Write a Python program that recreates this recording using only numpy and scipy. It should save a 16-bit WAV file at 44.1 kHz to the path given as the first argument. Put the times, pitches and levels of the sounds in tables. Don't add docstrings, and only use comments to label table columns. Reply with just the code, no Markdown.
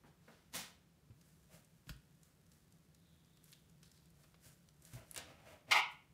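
import sys
import numpy as np
from scipy import signal
from scipy.fft import rfft, irfft
from scipy.io import wavfile

SR = 44100
rng = np.random.default_rng(int(sys.argv[2]) if len(sys.argv) > 2 else 0)


def dump(signal):
    limited = np.clip(np.atleast_2d(signal).T, -1, 1)
    pcm = np.round(limited * 32767).astype(np.int16)
    wavfile.write(sys.argv[1], SR, pcm)


N = 270333
TIME = np.arange(N) / SR
CUTOFF_HZ = 15600


def from_db(db):
    return 10 ** (np.asarray(db) / 20)


def rms_one(x):
    return x / np.sqrt(np.mean(x ** 2) + 1e-20)


def at_hz(points, hz):
    known_hz, values = np.transpose(points)
    return np.interp(np.log(np.maximum(hz, 1)), np.log(known_hz), values)


def add(out, start_s, sound):
    start = int(start_s * SR)
    out[start:start + len(sound)] += sound[:N - start]


def butter(x, order, edge_hz, kind="low"):
    return signal.sosfilt(signal.butter(order, edge_hz, kind, fs=SR, output="sos"), x)


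def colour(x, spectrum, size=4096):
    bin_hz = np.arange(size // 2 + 1) * SR / size
    gain = rms_one(from_db(at_hz(spectrum, bin_hz)))
    cepstrum = irfft(np.log(gain))
    cepstrum[1:size // 2] *= 2
    cepstrum[size // 2 + 1:] = 0
    impulse = irfft(np.exp(rfft(cepstrum)))
    return signal.fftconvolve(x, impulse)[:N]


def resonance(x, hz, width_hz):
    r = np.exp(-np.pi * width_hz / SR)
    feed = np.array([1, 0, -1]) * (1 - r * r) / 2
    back = [1, -2 * r * np.cos(2 * np.pi * hz / SR), r * r]
    return signal.lfilter(feed, back, x + 1e-18)


def grains(per_s, spread_db):
    sizes = from_db(spread_db * np.minimum(rng.exponential(1, N), 4))
    signs = rng.choice([-1, 1], N)
    return rms_one(sizes * signs * (rng.random(N) < per_s / SR))


def uneven(per_s, depth_db):
    knots = rng.standard_normal(int(TIME[-1] * per_s) + 2)
    waver = np.interp(TIME * per_s, np.arange(len(knots)), knots)
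    return rms_one(from_db(depth_db * waver))


def swell(peak_s, level_db, length_s, rise_share):
    rise_db = 10 * ((TIME - peak_s) / (rise_share * length_s)) ** 2
    fall_db = 20 * (TIME - peak_s) / length_s
    below_db = np.where(TIME < peak_s, rise_db, fall_db)
    return from_db(level_db - np.minimum(below_db, 100))


def swells(rows, rise_share):
    return np.sqrt(sum(swell(s, db, length_s, rise_share) ** 2 for s, db, length_s in rows))


def burst(t60_s):
    t = np.arange(int(t60_s * SR) + 2) / SR
    return rng.standard_normal(len(t)) * from_db(-60 * t / t60_s)


def pop(hz, width_hz, spray_db, spray_s):
    force = from_db(spray_db) * burst(spray_s)
    force[0] = 1
    crack = resonance(force, hz, width_hz)
    return crack / np.max(np.abs(crack))


def kitchen_echo(build_s):
    # hz, t60_s
    room_t60 = [(100, 0.25), (500, 0.3651), (2000, 0.3865), (4000, 0.3579), (8000, 0.2367), (15000, 0.1)]
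    t = np.arange(SR // 2) / SR
    edges_hz, tail = np.geomspace(40, 18000, 13), 0
    for low, high in zip(edges_hz, edges_hz[1:]):
        band = butter(rng.standard_normal(len(t)), 2, [low, high], "band")
        tail = tail + band * from_db(-60 * t / at_hz(room_t60, np.sqrt(low * high)))
    tail = tail * (1 - np.exp(-(t / build_s) ** 2))
    return tail / np.sqrt(np.sum(tail ** 2))


def background(air_db):
    # hz, relative_db
    air_spectrum = [(25, -18), (60, -6.5), (170, -5), (224, -9.5), (440, -16.5), (770, -23), (2700, -28.5),
                    (6000, -31.5), (15000, -35.5)]
    # pitch_hz, width_hz (of each of two passes), level_db
    hum_bands = [(69.33, 27, -79), (146.62, 25, -74.5), (168.01, 12, -76)]
    hum = 0
    for hz, width_hz, db in hum_bands:
        once = resonance(rng.standard_normal(N), hz, width_hz)
        hum = hum + from_db(db) * rms_one(resonance(once, hz, width_hz))
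    return hum + from_db(air_db) * rms_one(colour(rng.standard_normal(N), air_spectrum))


def footsteps():
    # peak_s, level_db, length_s
    knock_rows = [(.039, -66, 0.0799), (.28, -58, 0.05142)]
    # hz, relative_db
    floor_spectrum = [(100, -4.5), (250, 10.5), (450, 0.5), (850, 0), (1400, -1.5), (2500, -12.5),
                      (6000, -36), (15000, -28.5)]
    return swells(knock_rows, rise_share=0.03967) * colour(grains(per_s=3600, spread_db=2.5), floor_spectrum)


def clothes():
    # peak_s, level_db, length_s
    rustle_rows = [(.075, -75.5, 0.04), (.335, -74.5, 0.2483)]
    rustle = colour(rng.standard_normal(N), [(300, -1.5), (4000, -6.5), (15000, -18.5)])
    return swells(rustle_rows, rise_share=0.4838) * rustle


def bin_liner():
    # peak_s, level_db, length_s
    crumple_rows = [(.554, -44, 0.081736), (.585, -52.5, 0.10645)]
    # hz, relative_db
    liner_spectrum = [(70, -20), (135, -9), (250, -4), (380, -20.5), (520, -4), (620, -17.5), (700, -2.5),
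                      (800, -9), (1100, -9.5), (2800, -9), (7000, -11), (15000, -17.5)]
    return swells(crumple_rows, rise_share=0.20164) * colour(grains(per_s=6000, spread_db=3.5), liner_spectrum)


def thumps(contact_s):
    # start_s, level_db, pitch_hz
    landings = [(1.1, -45.5, 109.3), (1.537, -50, 151), (1.872, -45.5, 136.4), (1.8972, -37.5, 139.3),
                (1.957, -48.5, 135.5), (4.461, -50.5, 130.4), (4.9339, -41, 119), (4.95, -41, 122)]
    # pitch_ratio, relative_db
    bending_modes = [(1, 0), (1.87, -8.5)]
    cycles_to_60db = 11.102
    counter_hz, counter_db = 57, -42
    counter_growth = 3.5
    out, t = np.zeros(N), np.arange(SR // 2) / SR
    hardest_db = max(db for _, db, _ in landings)
    for s, db, hz in landings:
        modes = [(ratio * hz, db + mode_db) for ratio, mode_db in bending_modes]
        modes.append((counter_hz, counter_db + counter_growth * (db - hardest_db)))
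        for mode_hz, level_db in modes:
            decay = from_db(level_db - 60 * mode_hz * t / cycles_to_60db)
            swing = decay * np.sin(2 * np.pi * mode_hz * t)
            add(out, s, -swing * (1 - np.exp(-t / contact_s)))
    return out


def smacks():
    # start_s, level_db
    smack_rows = [(1.106, -60.5), (1.211, -62.5), (1.8694, -56.5), (1.8924, -42.5), (3.829, -57),
                  (4.24, -57), (4.343, -55.5), (4.934, -52.5)]
    # hz, relative_db
    contact_spectrum = [(400, 0), (850, -6.5), (1400, 2), (1950, -5.5), (2800, 0.5), (3800, -4.5),
                        (5150, -1), (6100, -13.5), (7100, -5), (9000, -16.5), (15000, -6)]
    edge_hz, edge_at_db, db_per_octave = 1583.5, -58, 5.5
    out = np.zeros(N)
    for s, db in smack_rows:
        treble_hz = min(edge_hz * 2 ** ((db - edge_at_db) / db_per_octave), CUTOFF_HZ)
        add(out, s, from_db(db) * butter(burst(t60_s=0.050965), 1, treble_hz))
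    return colour(out, contact_spectrum)


def drags():
    # peak_s, level_db, length_s
    drag_rows = [(1.54, -66, 0.07807), (4.24, -81, 0.289), (4.47, -72.5, 0.0639), (4.88, -77.5, 0.1565),
                 (4.98, -62.5, 0.10393), (5.20, -61, 0.13313), (5.30, -62.5, 0.07396), (5.41, -67.5, .15),
                 (5.485, -61.5, 0.069), (5.53, -61, 0.08007), (5.703, -55.5, 0.05232)]
    # hz, relative_db
    drag_spectrum = [(40, -11.5), (100, 2.5), (200, -13), (280, -3), (400, -12.5), (600, 0), (900, -12),
                     (1280, -11.5), (1680, -16.5), (2080, -12), (2740, -14), (3500, -21), (12000, -32.5)]
    friction = grains(per_s=4000, spread_db=2.5) * uneven(per_s=70, depth_db=2.5)
    return swells(drag_rows, rise_share=0.43396) * colour(friction, drag_spectrum)


def wet_meat(pop_db):
    # peak_s, level_db, length_s
    smear_rows = [(1.29, -76, 0.343), (1.55, -65.5, 0.1078), (1.90, -67, 0.07944), (2.27, -76, 0.1198),
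                  (2.56, -76, 0.1452), (3.5, -71, 0.1933), (3.86, -73, 0.0803), (3.96, -77.5, 0.1727),
                  (4.23, -75.5, 0.1653), (4.47, -63.5, 0.124), (4.88, -66.5, 0.1276), (4.955, -61, 0.08932),
                  (5.11, -71, 0.1434), (5.51, -72, 0.1463), (5.92, -72, 0.0545)]
    # hz, relative_db
    wet_spectrum = [(200, -21), (700, -14), (1500, 3.5), (2500, -2.5), (4500, -0.5), (8000, 1.5),
                    (12000, -0.5), (15000, -4)]
    # start_s, level_db (before pop_db), pitch_hz
    loud_pops = [(1.213, -52.5, 4882), (1.647, -51.5, 8480), (2.232, -50, 6658), (2.517, -53.5, 4578),
                 (2.724, -53.5, 6984), (2.947, -54.5, 5614), (3.372, -54, 3000), (3.441, -47.5, 9457),
                 (3.519, -48, 10980), (3.528, -43, 3071), (3.534, -46.5, 3363), (3.831, -46.5, 4999),
                 (3.916, -50, 5446), (4.688, -47.5, 3941), (4.822, -49, 8210), (4.851, -42.5, 8300),
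                 (4.935, -41, 7299)]
    # start_s, end_s
    handling_s = (1.4, 5.55)
    handling_db = -83
    small_per_s, small_db, small_spread_db, small_hz = 3, -57, 0.5, 6941

    crackle = grains(per_s=6000, spread_db=3.2) + from_db(-7) * grains(per_s=400, spread_db=3)
    sliding = swells(smear_rows, rise_share=0.3856) * crackle
    start_s, end_s = handling_s
    handled = (TIME > start_s) * (TIME < end_s)
    sticking = from_db(handling_db) * handled * grains(per_s=700, spread_db=3.5)
    out = colour(sliding + sticking, wet_spectrum)

    small_pops = []
    for when, size, pitch in rng.random((int(small_per_s * (end_s - start_s)), 3)):
        level_db = small_db + small_spread_db * (2 * size - 1)
        small_pops.append((start_s + when * (end_s - start_s), level_db, small_hz * 2 ** (pitch - .5)))
    for s, db, hz in loud_pops + small_pops:
        add(out, s, from_db(db + pop_db) * pop(hz, width_hz=4535, spray_db=-8.5, spray_s=0.021146))
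    return out


def sinew():
    # start_s, level_db, pitch_hz, jolt_db (relative share reaching the board)
    snap_rows = [(5.1126, -31.5, 10460, -19.5), (5.146, -35, 9579, -6.5), (5.162, -31, 7756, 0.5),
                 (5.1771, -25, 7874, -5), (5.181, -41, 9013, 0)]
    cracks, jolts = np.zeros(N), np.zeros(N)
    for s, db, hz, jolt_db in snap_rows:
        add(cracks, s, from_db(db) * pop(hz, width_hz=2026, spray_db=-17.0, spray_s=0.007844))
        add(jolts, s, from_db(db + jolt_db - 16.0) * burst(t60_s=0.06177))
    jolt_spectrum = [(200, -2), (600, -1.5), (2500, 5), (7000, -1.5), (11000, -4.5), (15000, -10)]
    return cracks, colour(jolts, jolt_spectrum)


def slicing(skirt_db):
    # peak_s, level_db, length_s, pitch_hz, width_hz
    strokes = [(3.079, -80.5, .8, 3527, 652.8), (3.337, -84, 0.24, 3450, 650),
               (3.531, -73.5, 0.1576, 3242, 1004), (3.844, -70.5, 0.1108, 4200, 2404),
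               (3.957, -76, 0.2246, 4275, 2199)]
    entry_sharp, settle_s = 0.074, 0.066
    fibres, out = grains(per_s=3100, spread_db=3), 0
    for s, db, length_s, hz, width_hz in strokes:
        core = butter(fibres, 2, width_hz / 2)
        skirt = butter(fibres, 2, 2 * width_hz)
        pitch_hz = hz * (1 + entry_sharp * np.exp(-np.maximum(TIME - s, 0) / settle_s))
        carrier = np.sin(2 * np.pi * np.cumsum(pitch_hz) / SR)
        hiss = rms_one((core + from_db(skirt_db) * skirt) * carrier)
        out = out + swell(s, db, length_s, rise_share=0.1088) * hiss
    return out


def scrape(ring_db, body_db, blade_db, grit_db):
    # peak_s, rub_db, chatter_db, length_s (levels before the mix gains)
    pushes = [(5.724, -30, -23.5, .026), (5.774, -31.2, -35, 0.06948)]
    # hz, relative_db
    board_spectrum = [(200, -30), (450, -16), (650, -9), (900, 1.5), (1260, -0.5), (1440, -0.5),
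                      (1560, -16), (1730, -19), (2080, 3.5), (2500, -3.5), (2800, -3.5), (4000, -17),
                      (6000, -28.5), (15000, -36)]
    # pitch_hz, relative_db, t60_s
    board_modes = [(872, -3, 0.3), (958, -5, 0.28), (1071, -6, 0.31), (1152, -8, 0.3), (1249, -3, 0.38),
                   (1873, 0, 0.17), (2051, 0, 0.2), (2304, 0, 0.26), (2762, -9, 0.32), (3004, -10, 0.27),
                   (3074, -16, 0.43), (3354, -13, 0.28), (3790, -14, 0.29), (3984, -8, 0.16)]
    # pitch_hz, half_width_hz, relative_db
    blade_modes = [(2070, 45, 0), (2780, 37, -7), (3080, 53, -12), (3380, 37, -14), (4000, 38, -15),
                   (4650, 64, -12), (5490, 43, -18)]
    rise_share, glance_db = 0.7339, -14
    bite_s, lift_s, lift_db_per_s = 5.7105, 5.803, 997.5

    rubbing = swells([(s, db, length_s) for s, db, _, length_s in pushes], rise_share)
    chattering = swells([(s, db, length_s) for s, _, db, length_s in pushes], rise_share)
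    touching = from_db(-lift_db_per_s * np.clip(TIME - lift_s, 0, .5))
    caught = TIME > bite_s
    grip = np.where(caught, 1, from_db(glance_db))
    rub = rubbing * touching * grip * grains(per_s=8300, spread_db=2.0)
    chatter = chattering * touching * caught * grains(per_s=9000, spread_db=0.0)

    board, blade = 0, 0
    for hz, db, t60_s in board_modes:
        ring = rms_one(resonance(rub, hz, np.log(1000) / (np.pi * t60_s)))
        board = board + from_db(db) * np.sqrt(t60_s) * ring
    for hz, half_width_hz, db in blade_modes:
        blade = blade + from_db(db) * rms_one(resonance(chatter, hz, 2 * half_width_hz))
    blade = butter(blade, 4, 1900, "high")
    grit_spectrum = [(200, -19), (550, 0.0), (1700, -8.0), (2400, 16.0), (4500, 7.5), (8000, -5), (15000, -43.5)]
    grit = colour(chatter, grit_spectrum)

    rasp = from_db(body_db) * colour(rub, board_spectrum) + from_db(grit_db) * grit
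    board_ring = from_db(ring_db) * np.std(rub) * rms_one(board)
    blade_ring = from_db(blade_db) * np.std(chatter) * rms_one(blade)
    return rasp, board_ring + blade_ring


def scene():
    far = footsteps() + clothes() + bin_liner()
    knocks = smacks() + thumps(contact_s=0.002921)
    cracks, jolts = sinew()
    rasp, rings = scrape(ring_db=-6.0, body_db=-4, blade_db=-3.5, grit_db=-12.0)
    close = wet_meat(pop_db=-3.5) + cracks + slicing(skirt_db=-16)
    board = drags() + jolts + rasp
    sent = from_db(-13.0) * close + from_db(-11.5) * knocks + from_db(-3) * board + from_db(-3.0) * far
    echo = signal.fftconvolve(sent, kitchen_echo(build_s=0.005407))[:N]
    direct = close + knocks + rings + from_db(2.0) * board + from_db(2.5) * far
    return direct + echo + background(air_db=-71.5)


def record(dry):
    thinned = butter(dry, 3, 32, "high")
    top_cut = signal.ellip(10, .2, 70, CUTOFF_HZ, fs=SR, output="sos")
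    return signal.sosfilt(top_cut, thinned)[None, :]


dry = scene()
out = record(dry)
dump(out)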